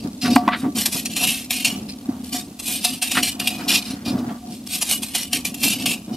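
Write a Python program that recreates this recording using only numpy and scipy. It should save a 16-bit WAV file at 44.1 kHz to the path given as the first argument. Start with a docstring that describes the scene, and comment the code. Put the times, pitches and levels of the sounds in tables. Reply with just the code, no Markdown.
"""Shaving a chunk of sand

A small steel blade shaves a crumbly chunk of sand, held in the hand over a bowl in a quiet room.
Three strokes advance in short pushes, shearing off countless grains that hiss and set the blade
ringing. The edge catches and slips in bursts, and between strokes the flat of the blade brushes back.
The hands rumble softly, and loose crumbs and lumps drop into the bowl below."""
import sys
import numpy as np
from scipy import signal
from scipy.fft import rfft, irfft, next_fast_len
from scipy.io import wavfile
from scipy.ndimage import uniform_filter1d

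SR = 44100
rng = np.random.default_rng(int(sys.argv[2]) if len(sys.argv) > 2 else 0)


def inscribe(sig):
    """Save sig as 16-bit PCM at rate SR to the path in sys.argv[1].

    A 1-D sig is mono; a 2-D sig holds one channel per row.
    Samples are clipped to [-1, 1] before scaling.
    """
    pcm = np.round(np.clip(np.atleast_2d(sig).T, -1, 1) * 32767)
    wavfile.write(sys.argv[1], SR, pcm.astype(np.int16))


N = 271656
T = np.arange(N) / SR
FFT_SIZE = next_fast_len(N + SR // 2)
FREQS = np.arange(FFT_SIZE // 2 + 1) * SR / FFT_SIZE

# the flat of the blade brushes back (start [s], length [s], first level [dB], last level [dB])
BACK_BRUSHES = [(0.0, 0.078, -47.5, -53), (0.226, 0.051, -27, -30.5), (0.31, 0.043, -29.5, -27.5),
                (1.893, 0.01, -37, -39.5), (4.062, 0.025, -32, -29), (4.17, 0.018, -56, -43.5),
                (6.137, 0.012, -40.5, -42)]
# the edge breaks through a hard spot (time [s], level [dB], rise [s], fall [s])
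EDGE_SLIPS = [(0.359, -17.5, 0.0044, 0.0041), (0.859, -12, 0.0049, 0.0083), (1.0582, -19.5, 0.006, 0.0069),
              (1.1646, -19, 0.0042, 0.017), (1.5077, -16, 0.0022, 0.0081), (1.648, -16.5, 0.0023, 0.02),
              (2.599, -27, 0.0078, 0.0096), (2.8476, -11.5, 0.0049, 0.01), (3.0237, -15, 0.0057, 0.014),
              (3.116, -17, 0.007, 0.01), (3.2312, -15, 0.0047, 0.0096), (3.4018, -17, 0.0053, 0.0043),
              (3.4732, -12.5, 0.0016, 0.0072), (3.6815, -24, 0.002, 0.012), (4.673, -29.5, 0.0086, 0.0033),
              (4.8245, -15, 0.012, 0.0086), (4.911, -14.5, 0.0026, 0.0083), (5.0316, -20.5, 0.009, 0.0084),
              (5.151, -15.5, 0.0033, 0.012), (5.3316, -13.5, 0.0021, 0.0056), (5.4532, -20, 0.005, 0.0049),
              (5.5435, -26, 0.0012, 0.0064), (5.6355, -14, 0.005, 0.013), (5.859, -16, 0.0023, 0.0087)]
# the blade crosses the chunk from its far edge to the thumb (start [s], end [s])
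BLADE_STROKES = [(0.55, 1.74), (2.5, 3.54), (4.48, 6.0)]
# short pushes of the blade (start [s], length [s], first level [dB], last level [dB], brightness [dB])
BLADE_PUSHES = [(0.576, 0.033, -41.5, -40.5, 0.5), (0.764, 0.052, -27, -21, 1.5),
                (0.927, 0.059, -25, -23.5, 3.5), (1.107, 0.025, -33.5, -34.5, -0.5),
                (1.161, 0.08, -36, -17, 1.5), (1.281, 0.16, -18.5, -40, 3), (1.513, 0.1, -26.5, -29, 1.5),
                (1.654, 0.063, -21.5, -38, -1), (2.248, 0.069, -44.5, -48, 3),
                (2.332, 0.06, -26, -29.5, -0.5), (2.636, 0.043, -37, -25.5, 5),
                (2.685, 0.081, -27, -25.5, 5.5), (2.78, 0.067, -50, -25.5, -1),
                (2.864, 0.094, -28.5, -33.5, 0.5), (3.038, 0.04, -38, -29, 3.5),
                (3.126, 0.054, -32.5, -22, 0.5), (3.234, 0.052, -26.5, -22.5, 0.5),
                (3.418, 0.23, -31.5, -42.5, -1.5), (3.692, 0.07, -18.5, -17, -4),
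                (3.83, 0.09, -39, -34.5, -4.5), (4.489, 0.058, -51.5, -40.5, -1.5),
                (4.695, 0.062, -35, -21, 2.5), (4.864, 0.065, -30.5, -18.5, 3.5),
                (5.047, 0.092, -38, -39.5, 3.5), (5.151, 0.097, -27.5, -33, 1),
                (5.32, 0.008, -40, -35, 3.5), (5.345, 0.039, -24, -31, 1), (5.458, 0.015, -27, -29, 3),
                (5.565, 0.063, -47.5, -29, 3), (5.638, 0.097, -22, -22, 2.5), (5.79, 0.034, -37, -31, -3),
                (5.871, 0.052, -24.5, -25.5, 2)]
# the blade rings more near the thumb (share of the stroke [0-1], ring compared with hiss [dB])
STROKE_RING = [(0, -31), (0.3, -28), (0.56, -5.5), (0.72, -11), (1, -3)]
# the notes the steel rings at (pitch [Hz], width [Hz], level [dB])
BLADE_NOTES = [(2520, 54, -19), (2470, 43, 13), (2682, 93, 8), (2917, 28, 6.5), (2980, 31, -19),
               (3723, 25, -3), (4156, 24, -3), (4700, 13, -13), (5686, 48, -9.5), (6950, 93, -10),
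               (8126, 57, -4), (8780, 38, -5), (9200, 200, -12.5), (10030, 49, -3), (11750, 170, -7.5),
               (13200, 100, -8)]
# tone of the shearing grains (frequency [Hz], level [dB])
GRIT_TONE = [(400, -10), (750, -10.5), (1400, -6), (2000, 0.5), (2500, -1.5), (3300, 8.5), (5400, 7.5),
             (6600, -1.5), (9000, -0.5), (11000, -3), (13500, -5), (14500, -13), (15500, -44)]
# constant rumble of the hands holding the chunk (time [s], level [dB])
GRIP_LEVEL = [(0.12, -35.5), (0.6, -34.5), (1.1, -36.5), (1.75, -33.5), (2.35, -33), (2.78, -38.5),
              (2.9, -32.5), (3.6, -35.5), (4.4, -33.5), (4.65, -40.5), (5.0, -34), (5.25, -36), (5.8, -30),
              (6.04, -39.5)]
# the hands shift and shake sand loose (time [s], length [s], rumble [dB], patter [dB])
GRIP_SHIFTS = [(0.064, 0.026, -23, -40), (0.248, 0.015, -17, -31), (0.317, 0.054, -16.5, -52),
               (0.428, 0.12, -27, -34.5), (0.668, 0.036, -19, -37), (0.773, 0.019, -22, -30.5),
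               (0.885, 0.012, -32, -44), (0.96, 0.014, -25.5, -33.5), (1.235, 0.025, -35, -25.5),
               (1.707, 0.089, -34.5, -38.5), (2.124, 0.062, -33, -39), (2.698, 0.025, -35, -38.5),
               (3.192, 0.046, -25.5, -31), (3.507, 0.17, -34.5, -36), (3.713, 0.1, -29.5, -34),
               (3.918, 0.051, -27.5, -41.5), (4.079, 0.022, -25.5, -31.5), (4.15, 0.075, -20.5, -33.5),
               (4.292, 0.074, -28.5, -33.5), (4.475, 0.073, -39, -40.5), (5.03, 0.018, -32, -51),
               (5.366, 0.046, -29, -43), (5.655, 0.032, -23.5, -36), (5.88, 0.1, -31, -38.5),
               (6.121, 0.042, -26, -37.5)]
# tone of the hands' rumble (frequency [Hz], level [dB])
RUMBLE_TONE = [(25, -42), (50, -33), (76, -7.5), (110, -7), (160, -3), (230, 9.5), (320, -3), (420, -13),
               (700, -17.5), (1500, -49)]
# the hollow of the bowl and cupped hands booms (pitch [Hz], width [Hz], level [dB])
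HOLLOW_NOTES = [(204, 4, -15), (261, 8.9, 1), (285, 6.1, -8)]
# the notes the bowl's wall rings at (pitch [Hz], width [Hz], level [dB])
BOWL_NOTES = [(722.7, 10, 12), (924, 12, -3), (1155, 8.8, 7), (1550, 13, -22), (1980, 16, 2.5)]
# tone of trickling sand (frequency [Hz], level [dB])
PATTER_TONE = [(300, -14), (500, -4.5), (730, 3.5), (950, -1.5), (1200, -3.5), (1600, -10), (2400, -20),
               (5000, -28)]
# showers of crumbs land (time [s], level [dB], length [s])
CRUMB_SHOWERS = [(.258, -25.5, 0.028), (0.501, -37.5, 0.091), (0.534, -22, .024), (0.621, -44, 0.014),
                 (3.156, -24, 0.008), (3.174, -15, 0.012), (3.19, -24.5, 0.016), (3.417, -35, .012),
                 (3.607, -38, 0.028), (3.707, -34, 0.033), (3.853, -47.5, 0.21), (4.186, -68, .06),
                 (4.295, -41.5, .02)]
# tone of the landing crumbs (frequency [Hz], level [dB])
CRUMB_TONE = [(40, -15), (200, -1), (500, -10), (950, -1.5), (1400, 7), (2100, 2), (3000, -1), (4500, -7.5),
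              (7000, -43), (15000, -45)]
# lumps land (time [s], crush [dB], contact [s], thud [dB], wall ring [dB], pitch of the spot hit [Hz])
LUMP_LANDINGS = [(.281, -42, 0.0043, -15, -24, 730), (0.327, -52, 0.011, -8, -41, 730),
                 (0.3635, -6, 0.005, -3, -14, 710), (0.479, -5.5, 0.0033, -7.5, -10.5, 1300),
                 (.488, -11.5, 0.005, -24, -24, 1370), (.645, -33.5, 0.026, -22.5, -29, 1100),
                 (0.667, -45, 0.0034, -11, -61, 710), (0.683, -61, 0.0054, -13, -49, 710),
                 (2.093, -50, 0.0036, -10, -35, 690), (2.345, -51, 0.013, -25, -29, 720),
                 (2.852, -39, 0.0036, -41, -28.5, 740)]
# tone of a lump being crushed (frequency [Hz], level [dB])
CRUSH_TONE = [(30, -45), (120, -42), (250, -13), (450, -20), (850, 8.5), (1400, -2.5), (2200, -10),
              (4000, -21), (8000, -39), (15000, -39)]
# tone of the room's faint background noise (frequency [Hz], level [dB])
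AIR_TONE = [(25, -6), (80, 18), (250, -26), (600, -44), (1700, -17), (2600, -6), (4500, -6.5), (8000, -9),
            (13500, -12), (15500, -27)]
# how much sound scatters sideways (frequency [Hz], level [dB])
SIDE_TONE = [(100, -51), (270, -85), (420, -11.5), (700, -4), (1400, 4), (2600, -2.5), (4000, 1),
             (14000, 2.5)]


def from_db(db):
    """Turn decibels into a factor to multiply by."""
    return 10 ** (np.asarray(db) / 20)


def rms_one(x):
    """Scale a sound to an average (rms) level of 1."""
    return x / np.sqrt(np.mean(x ** 2) + 1e-20)


def steady(x, samples):
    """Hold the level near 1 over each stretch of samples, keeping the finer texture."""
    return x / np.sqrt(np.abs(uniform_filter1d(x ** 2, size=samples)) + 1e-12)


def drift(per_s):
    """A value that wanders by about 1 around zero, taking `per_s` random steps a second."""
    steps = rng.standard_normal(2000)
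    return np.interp(T * per_s, np.arange(len(steps)), steps) * np.sqrt(3 / 2)


def coloured(x, tone):
    """Make each frequency louder or softer, as a tone table says."""
    hz, db = np.transpose(tone)
    gain = from_db(np.interp(np.log(FREQS + 1), np.log(hz), db))
    return irfft(rfft(x, FFT_SIZE) * gain, FFT_SIZE)[:N]


def resonance(x, hz, width):
    """Ring at one pitch; the smaller the width, the longer the ring."""
    r = np.exp(-np.pi * width / SR)
    feedback = [1, -2 * r * np.cos(2 * np.pi * hz / SR), r * r]
    return signal.lfilter(np.array([1, 0, -1]) * (1 - r * r) / 2, feedback, x + 1e-18)


def body(x, notes):
    """An object rings at all its notes at once."""
    return sum(from_db(db) * resonance(x, hz, width) for hz, width, db in notes)


def grains(per_s, spread_db):
    """Sand grains: clicks at random moments and of random size."""
    sizes = from_db(spread_db * np.minimum(rng.exponential(1, N), 4)) * rng.choice([-1, 1], N)
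    return rms_one(sizes * (rng.random(N) < per_s / SR))


def swell(when, rise, fall):
    """A bell-shaped burst that peaks at `when`; all in seconds."""
    return np.exp(-np.minimum(((T - when) / np.where(T < when, rise, fall)) ** 2, 40))


def effort(moves, attack_s=0.0098, release_db_per_s=365):
    """Strength of brushes or pushes: each bites quickly, builds or eases evenly, then dies away."""
    power = np.zeros(N)
    for start, length, first_db, last_db, *_ in moves:
        bite = swell(start, attack_s, np.inf)
        held_db = np.interp(T, [start, start + length], [first_db, last_db])
        release_db = np.clip((T - start - length) * release_db_per_s, 0, 120)
        power += (bite * from_db(held_db - release_db)) ** 2
    return np.sqrt(power)


def blade_tone(flat_share, flat_ring_db=-13, flat_bright_db=-8):
    """Ring and brightness in dB: set by stroke and push, blended with the tone of the flat blade."""
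    share, rings_db = np.transpose(STROKE_RING)
    times = np.concatenate([start + share * (end - start) for start, end in BLADE_STROKES])
    ring_db = np.interp(T, times, np.tile(rings_db, len(BLADE_STROKES)))
    start, length, _, _, brights_db = np.transpose(BLADE_PUSHES)
    bright_db = np.interp(T, start + length / 2, brights_db)
    return ((1 - flat_share) * ring_db + flat_share * flat_ring_db,
            (1 - flat_share) * bright_db + flat_share * flat_bright_db)


def near_echoes(x, depth=0.3, longest_s=0.007, count=12):
    """Tiny echoes through chunk, blade and hands colour the sound, changing as the blade travels."""
    lags = (rng.uniform(0.1, 1, count) * longest_s * SR).astype(int)
    return x + depth * sum(drift(11) * np.roll(x, lag) for lag in lags)


def band(x, low_hz, high_hz):
    """Keep one range of frequencies and even out its level."""
    bandpass = signal.butter(4, (low_hz, high_hz), "band", fs=SR, output="sos")
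    return steady(signal.sosfiltfilt(bandpass, x), samples=1800)


def scraping(push, slip, blade_db=8, wander_db=4.5, flutter_db=1.5, rest_db=-59, dull_db=-12):
    """Shearing grains hiss and ring the blade; its notes come and go as the point of contact moves."""
    shear = grains(per_s=10000, spread_db=3.5)
    blade = sum(from_db(db + wander_db * drift(14)) * resonance(shear, hz, width)
                for hz, width, db in BLADE_NOTES)
    grit = coloured(near_echoes(shear + from_db(blade_db) * blade), GRIT_TONE)
    dull, ring = band(grit, 450, 2500), band(grit, 2200, 3150)
    middle, top = band(grit, 3000, 7400), band(grit, 6600, 18000)
    brush = effort(BACK_BRUSHES)
    contact = np.sqrt(push ** 2 + brush ** 2 + from_db(rest_db) ** 2)
    # the hiss flutters as the sand crumbles
    level = np.hypot(contact * from_db(flutter_db * drift(150)), from_db(-1) * slip)
    ring_db, bright_db = blade_tone(flat_share=brush ** 2 / (contact ** 2 + slip ** 2))
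    bright = from_db(bright_db)
    # a blade laid flat sounds duller and rasps around one pitch
    rasp = from_db(-10 - 2.4 * bright_db) * resonance(middle, hz=4900, width=1350)
    middle = steady(middle + rasp, samples=1800)
    hiss = (middle + bright * top) / np.hypot(1, bright) + from_db(dull_db) * dull
    return level * (hiss + from_db(ring_db) * ring)


def hands(push, slip, hollow_db=5, patter_db=-4, unrest_db=2.6):
    """Soft bumps of the hands boom in the hollow; falling sand patters and rings the bowl."""
    # the hands are never quite still and let sand trickle; pushes and slips shed more
    grip_db = np.interp(T, *np.transpose(GRIP_LEVEL))
    push_power = (from_db(-17) * push) ** 2
    rumble_power = from_db(grip_db + unrest_db * drift(14)) ** 2 + push_power
    sand_power = from_db(grip_db - 16) ** 2 + push_power + (from_db(-13) * slip) ** 2
    for when, length, rumble_db, sand_db in GRIP_SHIFTS:
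        shift = swell(when, length, 1.07 * length)
        rumble_power += (from_db(rumble_db) * shift) ** 2
        sand_power += (from_db(sand_db) * shift) ** 2
    bumps, falling = grains(per_s=1500, spread_db=2.5), grains(per_s=1500, spread_db=0.5)
    boom = from_db(hollow_db) * body(bumps, HOLLOW_NOTES)
    rumble = steady(coloured(bumps, RUMBLE_TONE) + boom, samples=2000)
    # sand lying on the bottom shortens the bowl's ring
    wall = sum(from_db(db - 1 + 5 * drift(12)) * resonance(falling, hz, 1.4 * width)
               for hz, width, db in BOWL_NOTES)
    patter = steady(coloured(falling + wall, PATTER_TONE), samples=4000)
    return np.sqrt(rumble_power) * rumble + from_db(patter_db) * np.sqrt(sand_power) * patter


def crumbs(bowl_db=-4):
    """Loose crumbs rattle down on the sand in the bowl."""
    falling = grains(per_s=6000, spread_db=2)
    flow = sum(from_db(db) * swell(when, 0.5 * length, length) for when, db, length in CRUMB_SHOWERS)
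    rattle = falling + from_db(bowl_db) * body(falling, BOWL_NOTES)
    return flow * steady(coloured(rattle, CRUMB_TONE), samples=900)


def lumps(thud_hz=262, tap_db=48, db_per_octave=-12):
    """A lump is crushed as it lands, thumps the bottom of the bowl and leaves its wall ringing."""
    crush, thud, wall = np.zeros((3, N))
    for when, crush_db, contact, thud_db, _, _ in LUMP_LANDINGS:
        crush += from_db(crush_db) * swell(when, 0.43 * contact, 1.06 * contact)
        # the soft landing lets the bottom's low note build up gradually
        low_note = np.sin(2 * np.pi * thud_hz * (T - when))
        thud += from_db(thud_db) * swell(when, contact, 2 * contact) * low_note
    crunch = steady(coloured(rng.standard_normal(N), CRUSH_TONE), samples=300)
    times, _, _, _, wall_db, spot_hz = np.transpose(LUMP_LANDINGS)
    for hz, width, db in BOWL_NOTES:
        # the spot that is hit favours the notes near its own pitch
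        octaves_away = np.abs(np.log2(hz / spot_hz))
        taps = np.zeros(N)
        taps[(times * SR).astype(int)] = from_db(wall_db + tap_db + db + db_per_octave * octaves_away)
        wall += resonance(taps, hz, width)
    soft_wall = signal.sosfilt(signal.butter(2, 2500, fs=SR, output="sos"), wall)
    return from_db(-2) * crush * crunch + thud + soft_wall


def slipping(trail_share=0.42):
    """Strength of the slips: a short burst each, then a fading trail of loosened grains."""
    power = np.zeros(N)
    for when, db, rise, fall in EDGE_SLIPS:
        trail_s = 19 * fall
        trail = (T >= when) * from_db(-60 * np.abs(T - when) / trail_s)
        burst = (1 - trail_share) * swell(when, rise, fall) + trail_share * trail
        power += (from_db(db) * burst) ** 2
    return np.sqrt(power)


def room_echo(x, fade_s=0.12, delay_s=0.0056):
    """The room's many reflections blur into a short tail that drops 60 dB in `fade_s`."""
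    t = T[:SR // 2]
    tail = rng.standard_normal(len(t)) * from_db(-60 * t / fade_s) * (t > delay_s)
    return signal.fftconvolve(x, tail / np.sqrt(np.sum(tail ** 2)))[:N]


def scene(room_db=-21, air_db=-49, narrowing_db=-31.5):
    """Close sounds in a quiet room: soft ones spread wide, loud ones stand in the centre."""
    push, slip = effort(BLADE_PUSHES), slipping()
    direct = scraping(push, slip) + hands(push, slip) + lumps() + crumbs()
    mid = direct + from_db(room_db) * room_echo(direct)
    mid += from_db(air_db) * rms_one(coloured(rng.standard_normal(N), AIR_TONE))
    # a copy shifted by a quarter wave makes the timing between left and right flit about
    scattered = signal.hilbert(coloured(mid, SIDE_TONE), FFT_SIZE).imag[:N]
    loudness = np.sqrt(np.abs(uniform_filter1d(scattered ** 2, size=700)))
    side = scattered * drift(240) / (1 + loudness / from_db(narrowing_db))
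    return np.array([mid + side, mid - side])


def record(dry, cutoff_hz=15700):
    """The loudest peaks overload, and the highest treble is cut."""
    lowpass = signal.ellip(10, 0.1, 90, cutoff_hz, fs=SR, output="sos")
    return signal.sosfilt(lowpass, np.clip(dry, -1, 1))


dry = scene()
out = record(dry)
inscribe(out)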